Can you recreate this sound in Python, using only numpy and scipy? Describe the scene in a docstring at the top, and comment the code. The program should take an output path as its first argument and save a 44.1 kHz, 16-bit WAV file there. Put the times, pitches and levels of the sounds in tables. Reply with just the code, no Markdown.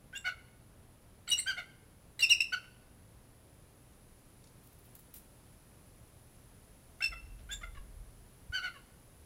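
"""An eagle on a perch in a wooden aviary gives short bursts of squeaks, yelps and low clucks.
Its syrinx has two sides: a main voice of rough or clean harmonic notes in two registers,
and a thin high whistle; both are arched, gliding or steady tones under a swell of air pressure.
Echoes and noise tails make the plank shelter and yard answer. Coloured noise bursts make dry rustles;
a wavering sine is a faint hum, and shaped noise is the far rumble, the breeze and the microphone's hiss."""
import sys
import numpy as np
from scipy import signal
from scipy.fft import rfft, irfft, next_fast_len
from scipy.io import wavfile
from scipy.ndimage import map_coordinates

SR = 44100
rng = np.random.default_rng(int(sys.argv[2]) if len(sys.argv) > 2 else 0)


def log_audio(samples):
    """Write samples as a 16-bit WAV file to the path given in sys.argv[1]."""
    # one column per channel
    frames = np.atleast_2d(samples).T
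    # limit to full scale, then quantise
    limited = np.clip(frames, -1, 1)
    pcm = np.round(limited * 32767).astype(np.int16)
    wavfile.write(sys.argv[1], SR, pcm)


N = 407925

# half-pitch lines of a clean note, relative to its fundamental
CLEAN_HALF_DB = -34


def eagle(coupling=3):
    """Both sides of the syrinx share one air stream, so they also give sum and difference tones."""
    # yelps, arched low notes: start_s, length_s, pitch_hz, level_db, roughness (0-1)
    yelp_rows = [(.243, 0.062, 1495, -34.5, 0.41), (1.459, 0.068, 1575, -30.5, .22),
                 (1.566, .048, 1466, -41, 0.46), (2.521, .033, 1508, -29.5, 0.24),
                 (8.522, .08, 1524, -32.5, 0.18), (8.618, 0.075, 1483, -38.5, .36)]
    # scoops, low notes that slide up to open a burst: start_s, length_s, pitch_hz, level_db, roughness (0-1)
    scoop_rows = [(.128, 0.047, 1614, -43.5, .22), (7.005, .018, 1506, -38, 0.4),
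                  (7.019, .026, 1628, -40.5, 0.36), (7.490, 0.048, 1638, -44, 0.27)]
    # bend: start and end pitch offsets (shares); crest: loudest point (0-1); 2nd and 3rd harmonic in dB
    yelps = low_notes(yelp_rows, bend=(-.075, -.15), crest=.43, overtones_db=(-1.5, -6.5))
    scoops = low_notes(scoop_rows, bend=(-.13, -.026), crest=.26, overtones_db=(-8.5, -42))
    voice_notes = yelps + scoops + clucks() + rasps() + squeaks()
    voice = syrinx(voice_notes, jitter=.05, shimmer_db=8.0, fall_db=11, swell=.85,
                   rasp_db=-6, air_db=-26, pop_db=-55)
    high_tones = syrinx(whistles(), jitter=.035, shimmer_db=6.5, fall_db=13.5, swell=.49,
                        rasp_db=-8, air_db=-12.5, pop_db=-56)
    mixed_tones = filtered(voice * high_tones, lambda hz: hz ** 2 / (hz ** 2 + 3000 ** 2))
    return voice + high_tones + coupling * mixed_tones


def low_notes(rows, bend, crest, overtones_db):
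    """Yelps or scoops share one shape; the hoarser the note, the duller and the more its period doubles."""
    dulling_db, half_rise_db = 11, 75  # per unit of roughness
    notes = []
    for s, length, hz, db, rough in rows:
        dulled_db = np.array(overtones_db) - dulling_db * rough
        half_db = CLEAN_HALF_DB + half_rise_db * rough
        notes.append((s, length, *arch(hz, bend), db, crest, *dulled_db, half_db, rough))
    return notes


def clucks():
    """Soft falling notes: in weak ones the tone drops more than its half-pitch lines, leaving a croak."""
    # clucks that close a burst: start_s, length_s, pitch_hz, level_db
    cluck_rows = [(7.118, 0.02524, 1381, -44.5), (7.612, 0.016, 1240, -53), (7.63, 0.0193, 1393, -43),
                  (7.75, 0.017, 1167, -60), (7.769, .016, 1132, -52), (8.741, .04, 1138, -55)]
    bend, crest, overtones_db, rough = (.027, -.086), .6, (-14, -29), .27
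    half_base_db, half_follows = -30, .36  # half-pitch lines gain .36 dB per dB of the note
    notes = []
    for s, length, hz, db in cluck_rows:
        half_db = half_base_db + half_follows * db - db
        notes.append((s, length, *arch(hz, bend), db, crest, *overtones_db, half_db, rough))
    return notes


def rasps():
    """The low register rattles under a whistle: very rough notes on one pitch, nearly all overtones."""
    # rasps: start_s, length_s, level_db (of the fundamental)
    rasp_rows = [(1.271, 0.038, -60), (1.371, .04, -62.5)]
    pitches_hz = arch(1446, (-.03, .025))
    crest, overtones_db, half_db, rough = .34, (13.5, 11), 6, .94
    return [(s, length, *pitches_hz, db, crest, *overtones_db, half_db, rough) for s, length, db in rasp_rows]


def squeaks():
    """The high register bends its pitch mostly toward the end; weak squeaks are duller."""
    # clean notes about an octave above the yelps:
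    # start_s, length_s, pitch_hz, level_db, final_sag (share of the pitch; below zero it rises)
    squeak_rows = [(0.151, 0.04, 2786, -39, .01), (1.31, 0.04, 2889, -24.5, .06),
                   (2.194, .028, 2900, -39, -0.0198), (2.220, 0.038, 2725, -20, .115),
                   (2.299, .041, 2781, -17.5, .13), (2.404, .009, 2645, -19, -0.055),
                   (2.411, 0.024, 2720, -28, .04), (7.512, 0.033, 2720, -51, 0)]
    start_share = .2  # starts offset by this share of its sag
    crest, half_db, rough = .37, -36, .061
    full_db, dulling = -26.5, 1  # below this level the overtones lose so many dB more per dB
    notes = []
    for s, length, hz, db, sag in squeak_rows + trill():
        overtones_db = np.array((-6.5, -19)) - dulling * max(full_db - db, 0)
        pitches_hz = arch(hz, (start_share * sag, -sag))
        notes.append((s, length, *pitches_hz, db, crest, *overtones_db, half_db, rough))
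    return notes


def trill(count=3):
    """One squeak broken into level-pitched pulses back to back, the middle one loudest."""
    start_s, pitch_hz, level_db, pulses_per_s, taper_db = 7.0205, 2677, -25, 58, 3
    return [(start_s + k / pulses_per_s, 1 / pulses_per_s, pitch_hz,
             level_db - taper_db * abs(k - count // 2), 0) for k in range(count)]


def whistles():
    """Straight glides of the other side, rougher when weak or steep, some after a stutter; two voice tones."""
    # whistles, and at 7.024 s two steady tones that stand for a sum tone of two voice notes and a raspy voice
    # line: # start_s, length_s, pitch_hz, level_db, # glide (upward, share of the pitch to either side),
    # second_harmonic_db
    high_tone_rows = [(.151, .03, 3500, -47.5, .04, -2), (0.174, .0061, 3870, -50, .035, 8.5),
                      (1.298, .013, 4400, -41, .07, 8.5), (1.311, .028, 3850, -30.5, .02, -11),
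                      (1.372, .016, 3780, -49, .025, 15), (1.382, .026, 4200, -41.5, .1, 12.5),
                      (2.206, .011, 4250, -30, .11, -12), (2.215, .016, 4596, -37, 0.0013, -11.5),
                      (2.22, .032, 3630, -40, .01, -12), (2.292, .015, 3880, -29.5, .06, -12),
                      (2.404, .022, 3900, -43.5, .02, -12), (7.024, .035, 4270, -46.5, 0, -20),
                      (7.024, .035, 3560, -47.5, 0, -12), (7.507, .044, 3500, -40.5, .012, -4.5),
                      (7.521, 0.028, 3734, -51.5, 0, 9)]
    # stutters, two pips before a whistle: start_s, level_db, step_to_second_pip_db, second_harmonic_db
    stutter_rows = [(1.279, -53.5, 12.5, 12.5), (2.192, -33, -3, -5.5)]
    clean_db, rough_per_db, rough_per_glide = -29.5, .02, 2.8
    pip_hz, pip_s, pip_gap_s, pip_glide, pip_rough = 3895, .007, .0092, .023, .54
    crest, third_db, half_rise_db = .5, -16, 47
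    tones = []
    for s, length, hz, db, glide, second_db in high_tone_rows:
        rough = rough_per_db * max(clean_db - db, 0) + rough_per_glide * abs(glide)
        tones.append((s, length, hz, db, glide, second_db, rough))
    pips = [(s + k * pip_gap_s, pip_s, pip_hz, db + k * step_db, pip_glide, second_db, pip_rough)
            for s, db, step_db, second_db in stutter_rows for k in range(2)]
    notes = []
    for s, length, hz, db, glide, second_db, rough in tones + pips:
        # the 3rd harmonic follows the 2nd by half
        overtones_db = second_db, third_db + second_db / 2
        half_db = CLEAN_HALF_DB + half_rise_db * rough
        notes.append((s, length, *arch(hz, (-glide, glide)), db, crest, *overtones_db, half_db, rough))
    return notes


def arch(hz, bend):
    """Start, middle and end pitch of a note; bend holds the end offsets as shares."""
    return hz * (1 + bend[0]), hz, hz * (1 + bend[1])


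def syrinx(notes, jitter, shimmer_db, fall_db, swell, rasp_db, air_db, pop_db):
    """One side of the syrinx: each note is a curve of pitch under a swell of air pressure."""
    out = np.zeros(N)
    air_colour = [(400, -11.5), (2000, -4.5), (6000, .5), (16000, -5.5)]  # hz, relative_db
    for s, length, start_hz, middle_hz, end_hz, db, crest, second_db, third_db, half_db, rough in notes:
        size = int(length * SR)
        u = np.linspace(0, 1, size)
        half_turn = np.interp(u, [0, np.clip(crest, .1, .9), 1], [0, .5, 1])
        pressure = np.sin(np.pi * half_turn).clip(0) ** swell
        pitch = np.polyval(np.polyfit([0, .5, 1], [start_hz, middle_hz, end_hz], 2), u)
        pitch = pitch * (1 + jitter * rough * wobble(450, size))
        phase = 2 * np.pi * np.cumsum(pitch) / SR

        def partial(k):
            """Sine at k times the pitch; in a hoarse note each one flickers on its own."""
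            wave = np.sin(k * phase + rough * wobble(200, size))
            shimmer = amp(shimmer_db * rough * wobble(300, size))
            return wave * shimmer * (k * pitch < SR / 2)

        # overtones bloom after the fundamental, and soft notes have fewer of them
        bloom = pressure ** .13 * (1 - np.exp(-(u / .19) ** 2))
        fall = fall_db + .35 * max(-32 - db, 0)
        levels = [second_db] + [third_db - fall * k for k in range(6)]
        overtones = sum(amp(level) * partial(k) for k, level in enumerate(levels, 2))
        # when every second cycle differs, lines appear halfway between the harmonics
        halves = sum(throat(k * pitch) / max(k - 1.5, 1) * partial(k) for k in np.arange(5) + .5)
        tone = partial(1) + bloom * overtones + amp(half_db) * halves
        rasp = amp(rasp_db) * rough * puff(size)
        air = amp(air_db) * bloom * noise(air_colour, size)
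        add(out, s, amp(db) * pressure * (tone + rasp + air))
        # the membranes part with a tiny pop that fades at 60 dB in 22 ms
        add(out, s, amp(pop_db - 60 * u * length / .022) * puff(size))
    return out


def throat(hz):
    """Gain of the airway: resonances summed by power, with the lows cut."""
    # resonances of throat and beak: centre_hz, width_hz, level_db
    airway_rows = [(640, 210, -9), (1480, 100, -16), (2120, 330, 2), (2950, 540, -16.5), (3400, 400, -16.5),
                   (4400, 760, -21.5), (7700, 2300, -24)]
    power = sum((amp(db) * hz * width) ** 2 / ((centre ** 2 - hz ** 2) ** 2 + (hz * width) ** 2)
                for centre, width, db in airway_rows)
    low_cut = hz ** 3 / (hz ** 3 + 450 ** 3)
    return np.sqrt(power) * low_cut


def puff(size):
    """Turbulence coloured by the throat, rms 1."""
    return unit(filtered(rng.standard_normal(size), throat))


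def rustles(rise_s=.0012, body_db=-13):
    """Short dry scuffs and ticks: coloured noise with a sharp onset and a grainy fade."""
    # the clearest rustles and ticks: start_s, level_db, fade_s (to -60 dB), brightest_hz
    rustle_rows = [(2.640, -58, .057, 1500), (4.440, -55, 0.028, 4380), (4.472, -55.5, .02, 3940),
                   (4.672, -49, 0.025, 11000), (4.951, -49, .05, 12000), (4.990, -51.5, .075, 12000),
                   (5.139, -45, .09, 12000), (5.156, -48, .14, 11000), (7.388, -61.5, .079, 2480)]
    out, t = np.zeros(N), np.arange(SR // 4) / SR
    for s, db, fade, bright_hz in rustle_rows + scuffs():
        colour = [(bright_hz / 12, -28), (bright_hz / 9, body_db), (bright_hz * .54, -11),
                  (bright_hz, 0), (bright_hz * 1.7, -1), (bright_hz * 3, -18)]
        grain = amp(3.6 * wobble(300, len(t)))
        envelope = amp(db - 60 * t / fade) * (1 - np.exp(-t / rise_s))
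        add(out, s, envelope * grain * noise(colour, len(t)))
    return out


def scuffs(count=6):
    """Faint rustles at random moments, spread over their span."""
    span_s, level_db, fade_s, bright_hz = (4.6, 4.9), -60.5, .085, 13000
    times = np.interp(np.arange(count) + rng.random(count), [0, count], span_s)
    return [(s, level_db, fade_s, bright_hz) for s in times]


def aviary(x, shelter_db=-11, yard_db=-23):
    """Direct sound, the nearest surfaces, the wooden shelter and the yard beyond."""
    # echoes off nearby planks and ground: delay_s, level_db
    wall_rows = [(.0062, -17), (.0135, -12), (.0215, -27), (.036, -15.5)]
    # decay inside the planks: frequency_hz, t60_s
    shelter_t60 = [(300, .22), (1500, .25), (3000, 0.18), (8000, .22), (15000, 0.13)]
    # decay of the yard: frequency_hz, t60_s
    yard_t60 = [(300, 0.34), (1500, 0.64), (3000, 0.64), (6000, 0.55), (15000, .3)]
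    shelter = amp(shelter_db) * tail(x, shelter_t60, gap_s=.008)
    yard = amp(yard_db) * tail(x, yard_t60, gap_s=.051)
    out = x + shelter + yard
    for delay, db in wall_rows:
        add(out, delay, amp(db) * x)
    return out


def tail(x, t60s, gap_s):
    """Diffuse echoes that build up after a gap; each frequency dies at its own speed."""
    hz, t, bands = signal.stft(rng.standard_normal(SR), SR, nperseg=256)
    decay = amp(-60 * t / along(t60s, hz)[:, None])
    echo = signal.istft(bands * decay, SR, nperseg=256)[1]
    echo = echo * (1 - np.exp(-(np.arange(len(echo)) / SR / gap_s) ** 2))
    return signal.fftconvolve(x, echo / np.linalg.norm(echo))[:N]


def breeze():
    """Light gusts rise, hold and die away on the microphone; single puffs push and pull its membrane."""
    # gusts: hold_start_s, hold_s, level_db
    gust_rows = [(7.092, 0.5, -52), (7.54, .48, -50), (8.6, .04, -59), (9.224, .05, -54.5)]
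    # single puffs of air: centre_s, level_db, width_s
    puff_rows = [(8.503, -35, 0.0037), (7.790, -42, 0.012)]
    # colour of wind buffeting: frequency_hz, relative_db (per Hz)
    buffet_colour = [(15, -13), (42, 12), (85, -2.5), (150, -15.5), (400, -54.5), (2000, -90)]
    rise_db_per_s, fall_db_per_s = 172, 54
    t = np.arange(N) / SR
    gust_levels = [db - rise_db_per_s * (s - t).clip(0) - fall_db_per_s * (t - s - hold).clip(0)
                   for s, hold, db in gust_rows]
    gust_db = np.max(gust_levels, axis=0)
    out = amp(gust_db + 2.5 * wobble(11, N)) * noise(buffet_colour, N)
    for s, db, width in puff_rows:
        u = (t - s) / width
        out -= amp(db) * 2 * u * np.exp(-u ** 2)
    return out


def background(outdoor_db=-60, hum_db=-70, hum_hz=122.0):
    """Steady far outdoor rumble, a faint wavering machine hum and the microphone's peaked hiss."""
    # colour of the far outdoors: frequency_hz, relative_db (per Hz)
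    outdoor_colour = [(12, -30.5), (20, 1.5), (48, 1.5), (113, 0.5), (143, -2.5), (327, -10), (403, -11.5),
                      (544, -12.5), (686, -16), (970, -19.5), (1470, -23.5), (5000, -34.5), (6500, -59.5),
                      (11000, -120)]
    # colour of the microphone hiss: frequency_hz, relative_db (per Hz)
    hiss_colour = [(1000, 3), (4000, -3), (8800, -2.5), (9500, 2), (9950, 9.5), (10500, 6.5), (10950, -2.5),
                   (14000, -1), (15800, -10)]
    # hiss level over time: time_s, level_db
    hiss_level = [(0, -69.5), (3.5, -68), (5, -66), (9.25, -66)]
    t = np.arange(N) / SR
    rumble = amp(outdoor_db) * amp(.5 * wobble(14, N)) * noise(outdoor_colour, N)
    hum_phase = 2 * np.pi * hum_hz * t + .8 * wobble(4, N)
    hum = amp(hum_db + 3.3 * wobble(3, N)) * np.sin(hum_phase)
    hiss = amp(np.interp(t, *np.transpose(hiss_level))) * noise(hiss_colour, N)
    return rumble + hum + hiss


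def amp(db):
    """Decibels to gain."""
    return 10 ** (np.asarray(db) / 20)


def unit(x):
    """Scale to rms 1."""
    return x / np.sqrt(np.mean(x ** 2) + 1e-20)


def along(points, hz):
    """Read (Hz, value) points on a log axis."""
    f, v = np.transpose(points)
    return np.interp(np.log(hz + 1), np.log(f + 1), v)


def wobble(rate, size):
    """A smooth random curve, rate knots a second."""
    knots = rng.standard_normal(int(size * rate / SR) + 4)
    return map_coordinates(knots, [np.arange(size) * rate / SR])


def filtered(x, response):
    """x times a response of frequency, padded so that the filter can ring out."""
    m = next_fast_len(len(x) + 8192)
    return irfft(rfft(x, m) * response(np.fft.rfftfreq(m, 1 / SR)), m)[:len(x)]


def noise(spectrum, size):
    """Noise of rms 1 with the given colour."""
    return unit(filtered(rng.standard_normal(size), lambda hz: amp(along(spectrum, hz))))


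def add(track, s, sound):
    """Mix a sound into the track at time s."""
    part = track[round(s * SR):][:len(sound)]
    part += sound[:len(part)]


def scene():
    """The bird and the rustles in the aviary, with breeze and outdoor air at the microphone."""
    return (aviary(eagle() + rustles()) + breeze() + background())[None]


def record(dry, top_hz=15850):
    """The camera keeps nothing above its band limit."""
    return np.array([filtered(channel, lambda hz: hz < top_hz) for channel in dry])


dry = scene()
out = record(dry)
log_audio(out)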